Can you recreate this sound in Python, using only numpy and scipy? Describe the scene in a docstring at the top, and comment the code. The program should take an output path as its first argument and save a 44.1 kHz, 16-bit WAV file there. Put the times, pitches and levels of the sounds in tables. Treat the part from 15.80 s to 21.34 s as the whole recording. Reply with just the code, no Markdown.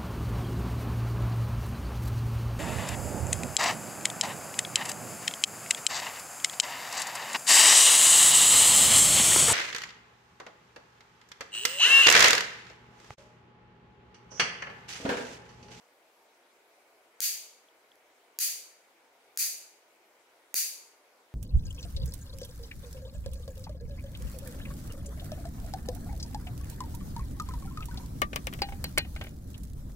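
"""A soft ventilation rush, third-octave noise bands with wavering levels, runs throughout.
Over it a steel nail clipper snaps four times, close by, above a wooden table, from 1.4 s to 4.7 s.
Faint lever ticks and jaw touches, ringing or bare clicks, fall between the snaps.
Each snap: a 2 ms crack, a click with splinter noise through the clipper's rings, plus a dull table knock; then
early echoes and diffuse reverberation, thickened from 11 ms by the hard walls, ringing for half a second.
The recorder's limiter ducks each crack, so the room seems to swell in after it."""
import sys
import numpy as np
from scipy import signal
from scipy.io import wavfile
from scipy.ndimage import uniform_filter1d, minimum_filter1d

SR = 44100
rng = np.random.default_rng(int(sys.argv[2]) if len(sys.argv) > 2 else 0)


def to_linear_factor(level_db):
    """Convert decibel levels (scalar or array-like) to linear amplitude factors."""
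    exponent = np.asarray(level_db, float) / 20
    return 10 ** exponent


def output_pcm(signal):
    """Save a mono or channel-first signal as 16-bit PCM at the path in sys.argv[1].

    Samples are clipped to [-1, 1] before scaling.
    """
    pcm = np.clip(np.atleast_2d(signal).T, -1, 1) * 32767
    wavfile.write(sys.argv[1], SR, np.round(pcm).astype(np.int16))


N = 244314

# Ventilation spectrum, relative density: (frequency [Hz], level [dB])
RUSH_SPECTRUM = [(15, -70), (25, -32), (59, -26), (148, -24), (178, -21.5), (305, -7.5), (410, -1),
                 (552, -2.5), (666, -1.5), (919, -5), (1050, -6.5), (2300, -10), (3340, -14.5),
                 (14300, -22.5), (15500, -33)]
# Faint resonances of the rush: (frequency [Hz], nominal width [Hz], gain [dB])
RUSH_RESONANCES = [(660, 89, 1), (916, 39, 3.5), (1448, 47, 4), (2210, 320, 3.5)]
# Left-right correlation of the rush: (frequency [Hz], correlation [-1..1])
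RUSH_CORRELATION = [(40, 0.92), (130, 0.76), (300, 0.9847), (640, 0.84), (1400, 0.23), (3100, 0.029),
                    (8000, 0.11)]
# Reverberation time of the room: (frequency [Hz], T60 [s])
ROOM_T60 = [(1000, 0.22), (2500, 0.63), (5000, 0.53), (8000, 0.53), (12000, 0.42), (16000, 0.38)]
# Left-right correlation of the reverberation: (frequency [Hz], correlation [-1..1])
ROOM_CORRELATION = [(1000, .85), (1500, .78), (2200, .45), (3100, .09), (6800, -.18), (12000, .05)]
# First echoes from table, ceiling and walls: (delay [s], level [dB], left-right difference [dB])
EARLY_ECHOES = [(.00055, -13, 0), (.0046, -29, 1), (.0109, -25.5, 0), (.0150, -29, -4), (.0192, -31, 2),
                (.0240, -31, 0)]
# Peaks and dips of the hand-damped clipper: (frequency [Hz], nominal width [Hz], gain [dB])
CLIPPER_RINGS = [(1920, 2100, -7), (2420, 770, 8), (3460, 4400, -2), (4674, 890, 12), (5240, 540, -4.5),
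                 (6730, 2510, 13.5), (7350, 1180, -6.5), (12590, 6340, 8), (15500, 490, 1),
                 (15140, 620, 4.5)]
# Lever ticks: (time [s], level [dB])
LEVER_TICKS = [(1.8862, -54), (2.1172, -50)]
# Light contacts of jaws and nail: (time [s], click level before clipper colour [dB])
JAW_TOUCHES = [(2.1560, -55), (3.5601, -51)]
# Equally hard snaps: (time [s], table knock [dB], low ring [dB], high ring [dB], left-right difference [dB])
SNAP_EVENTS = [(1.4045, -11.5, 2.5, -0.5, 3.5), (2.5885, -12, -0.5, 2, -2), (3.5744, -20, -4.5, 2, 0),
               (4.7425, -6, -3, 1.5, -0.5)]

BAND_EDGES_HZ = 20 * 2 ** np.arange(0, 10, 1 / 3)
RUSH_DB = -63.5
DIFFUSE_DB, WALLS_DB = -38, -40.5  # before the clipper's colour and CRACK_GAIN_DB
WALLS_S, BUILD_S = .0108, .0015
TICK_HZ, TICK_WIDTH_HZ = 3250, 200
CRACK_GAIN_DB = 9
LEFT_LOUDER_DB = 0.84
HALF_SPLIT = np.array([[.5], [-.5]])  # shares a left-right difference in dB between the channels
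TOP_HZ, CEILING_DB, RELEASE_S, LOOKAHEAD_S = 16120, -12.6, .019, .0006


def at_hz(points, hz):
    """Interpolates a spectrum table on a log-frequency axis."""
    table_hz, values = np.transpose(points)
    return np.interp(np.log(hz), np.log(table_hz), values)


def resonate(x, hz, width_hz):
    """Two-pole resonance, about unity gain at its peak."""
    r = np.exp(-np.pi * width_hz / SR)
    numerator = [(1 - r * r) / 2, 0, (r * r - 1) / 2]
    return signal.lfilter(numerator, [1, -2 * r * np.cos(2 * np.pi * hz / SR), r * r], x)


def colour(x, peaks):
    """Adds resonances in series: positive gain makes a peak, negative a dip."""
    for hz, width_hz, db in peaks:
        x = x + (to_linear_factor(db) - 1) * resonate(x, hz, width_hz * to_linear_factor(-db / 2))
    return x


def drift(rate_hz):
    """Slow random variation, spread 1: noise through two equal low-pass poles."""
    r = np.exp(-80 * np.pi * rate_hz / SR)  # computed at SR / 40
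    noise = rng.standard_normal(N // 40 + 2002)
    slow = signal.lfilter([1], [1, -2 * r, r * r], noise)[2000:]  # start-up discarded
    return np.interp(np.arange(N) / 40, np.arange(len(slow)), slow / slow.std())


def diffuse_bands(correlation, size):
    """Yields third-octave stereo noise; the mid/side balance sets each band's correlation."""
    white = rng.standard_normal((2, 2, size))
    for k, (low, high) in enumerate(zip(BAND_EDGES_HZ, BAND_EDGES_HZ[1:])):
        band_pass = signal.butter(2, [low, high], "band", fs=SR, output="sos")
        mid, side = signal.sosfilt(band_pass, white[k % 2])  # neighbours use different noise
        hz = np.sqrt(low * high)
        alike = at_hz(correlation, hz)
        yield hz, np.sqrt((1 + alike) / 2) * mid + np.sqrt((1 - alike) / 2) * side * [[1], [-1]]


def rush(patchy_db=0.62, flicker_db=1.27):
    """Distant air rush: diffuse noise whose bands waver independently, slowly and fast."""
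    out = np.zeros((2, N))
    for hz, band in diffuse_bands(RUSH_CORRELATION, N):
        waver_db = patchy_db * drift(2.5) + flicker_db * drift(12.0)
        out += to_linear_factor(at_hz(RUSH_SPECTRUM, hz) + waver_db) * band
    out = colour(out, RUSH_RESONANCES)
    return out / out.std() * to_linear_factor(RUSH_DB)


def reverberation(size):
    """Diffuse noise from 1 ms on, thickened from 11 ms by the walls; each band dies at its own T60."""
    t = np.arange(size) / SR
    tail = np.zeros((2, size))
    for hz, band in diffuse_bands(ROOM_CORRELATION, size):
        tail += band * to_linear_factor(-60 * t / at_hz(ROOM_T60, hz))
    diffuse = to_linear_factor(DIFFUSE_DB) * (t > .001)
    walls = to_linear_factor(WALLS_DB) * (1 - np.exp(-np.maximum(t - WALLS_S, 0) / BUILD_S))
    return tail * (diffuse + walls)


def jaws(x, low_db, high_db):
    """Small steel body: radiates no bass, colours a click by its damped rings; two vary with the grip."""
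    x = signal.sosfilt(signal.butter(5, 1620, "high", fs=SR, output="sos"), x)
    grip_rings = [(3200, 700, low_db), (10300, 2000, high_db)]  # (frequency [Hz], nominal width [Hz], gain [dB])
    return colour(x, CLIPPER_RINGS + grip_rings)


def burst(splinter_db, splinter_s):
    """Hard unit click, then exponentially dying noise as the nail splinters."""
    decay = np.exp(-np.arange(400) / SR / splinter_s)
    out = to_linear_factor(splinter_db) * rng.standard_normal(400) * decay
    out[0] = 1
    return out


def ticks():
    """Tiny contacts: the lever rings briefly at two cascaded resonances, the jaws click."""
    lever, touches = np.zeros(N), np.zeros(N)
    impulse = np.eye(1, 400)[0]
    ring = resonate(resonate(impulse, TICK_HZ, TICK_WIDTH_HZ), TICK_HZ, 6 * TICK_WIDTH_HZ)
    ring = ring / np.abs(ring).max()
    for time_s, db in LEVER_TICKS:
        at = round(time_s * SR)
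        lever[at:at + 400] += to_linear_factor(db) * ring
    for time_s, db in JAW_TOUCHES:
        at = round(time_s * SR)
        touches[at:at + 400] += to_linear_factor(db) * burst(splinter_db=-12, splinter_s=.001)
    return lever + jaws(touches + 1e-18, low_db=8, high_db=-3)  # tiny inaudible offset


def knock(hz=420, decay_s=0.00063, rise_s=0.00021):
    """Jolt through the hand into the table: a short, dull, damped push."""
    t = np.arange(600) / SR
    return np.cos(2 * np.pi * hz * t) * np.exp(-t / decay_s) * (1 - np.exp(-t / rise_s))


def snaps(same_room=.4):
    """Crack, echoes and tail through the clipper's rings; moving hands renew part of each tail."""
    size = int(.7 * SR)
    out = np.zeros((2, N + SR))
    shared = reverberation(size)
    for time_s, knock_db, low_db, high_db, pan_db in SNAP_EVENTS:
        paths = np.sqrt(same_room) * shared + np.sqrt(1 - same_room) * reverberation(size)
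        side = to_linear_factor(HALF_SPLIT * pan_db)
        paths[:, :400] += burst(splinter_db=-19, splinter_s=.001) * side
        for delay_s, db, echo_pan_db in EARLY_ECHOES:
            smeared = burst(splinter_db=-6, splinter_s=.0008)  # rough surfaces scatter each echo
            at = round(delay_s * SR)
            paths[:, at:at + 400] += to_linear_factor(db + HALF_SPLIT * echo_pan_db) * smeared
        heard = to_linear_factor(CRACK_GAIN_DB) * jaws(paths, low_db, high_db)
        heard[:, :600] += to_linear_factor(knock_db) * knock() * side  # direct only, no room
        start = round(time_s * SR)
        out[:, start:start + size] += heard
    return out[:, :N]


def scene():
    """Clipper and room over the rush; the left microphone is slightly more sensitive."""
    mix = snaps() + ticks() + rush()
    return mix * to_linear_factor(HALF_SPLIT * LEFT_LOUDER_DB)


def top_cut(x):
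    """Nothing passes above the cut-off."""
    return signal.sosfilt(signal.butter(12, 17110, fs=SR, output="sos"), x)


def record(dry):
    """Cuts the top; a look-ahead limiter ducks both channels at peaks, releasing exponentially."""
    dry = signal.sosfilt(signal.cheby2(18, 55, TOP_HZ, fs=SR, output="sos"), dry)
    peak_db = 20 * np.log10(np.abs(dry).max(axis=0) + 1e-9)
    over_db = np.maximum(peak_db - CEILING_DB, 1e-6)
    # running maximum with exponential decay, taken in the log domain
    fall = np.arange(N) / (RELEASE_S * SR)
    held_db = np.exp(np.maximum.accumulate(np.log(over_db) + fall) - fall)
    ahead = max(round(LOOKAHEAD_S * SR), 1)
    early_db = -minimum_filter1d(-held_db, size=2 * ahead + 1)  # ducks before the peak arrives
    duck_db = uniform_filter1d(early_db, size=ahead)
    mix = dry * to_linear_factor(-duck_db)
    return top_cut(mix)


dry = scene()
out = record(dry)
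output_pcm(out)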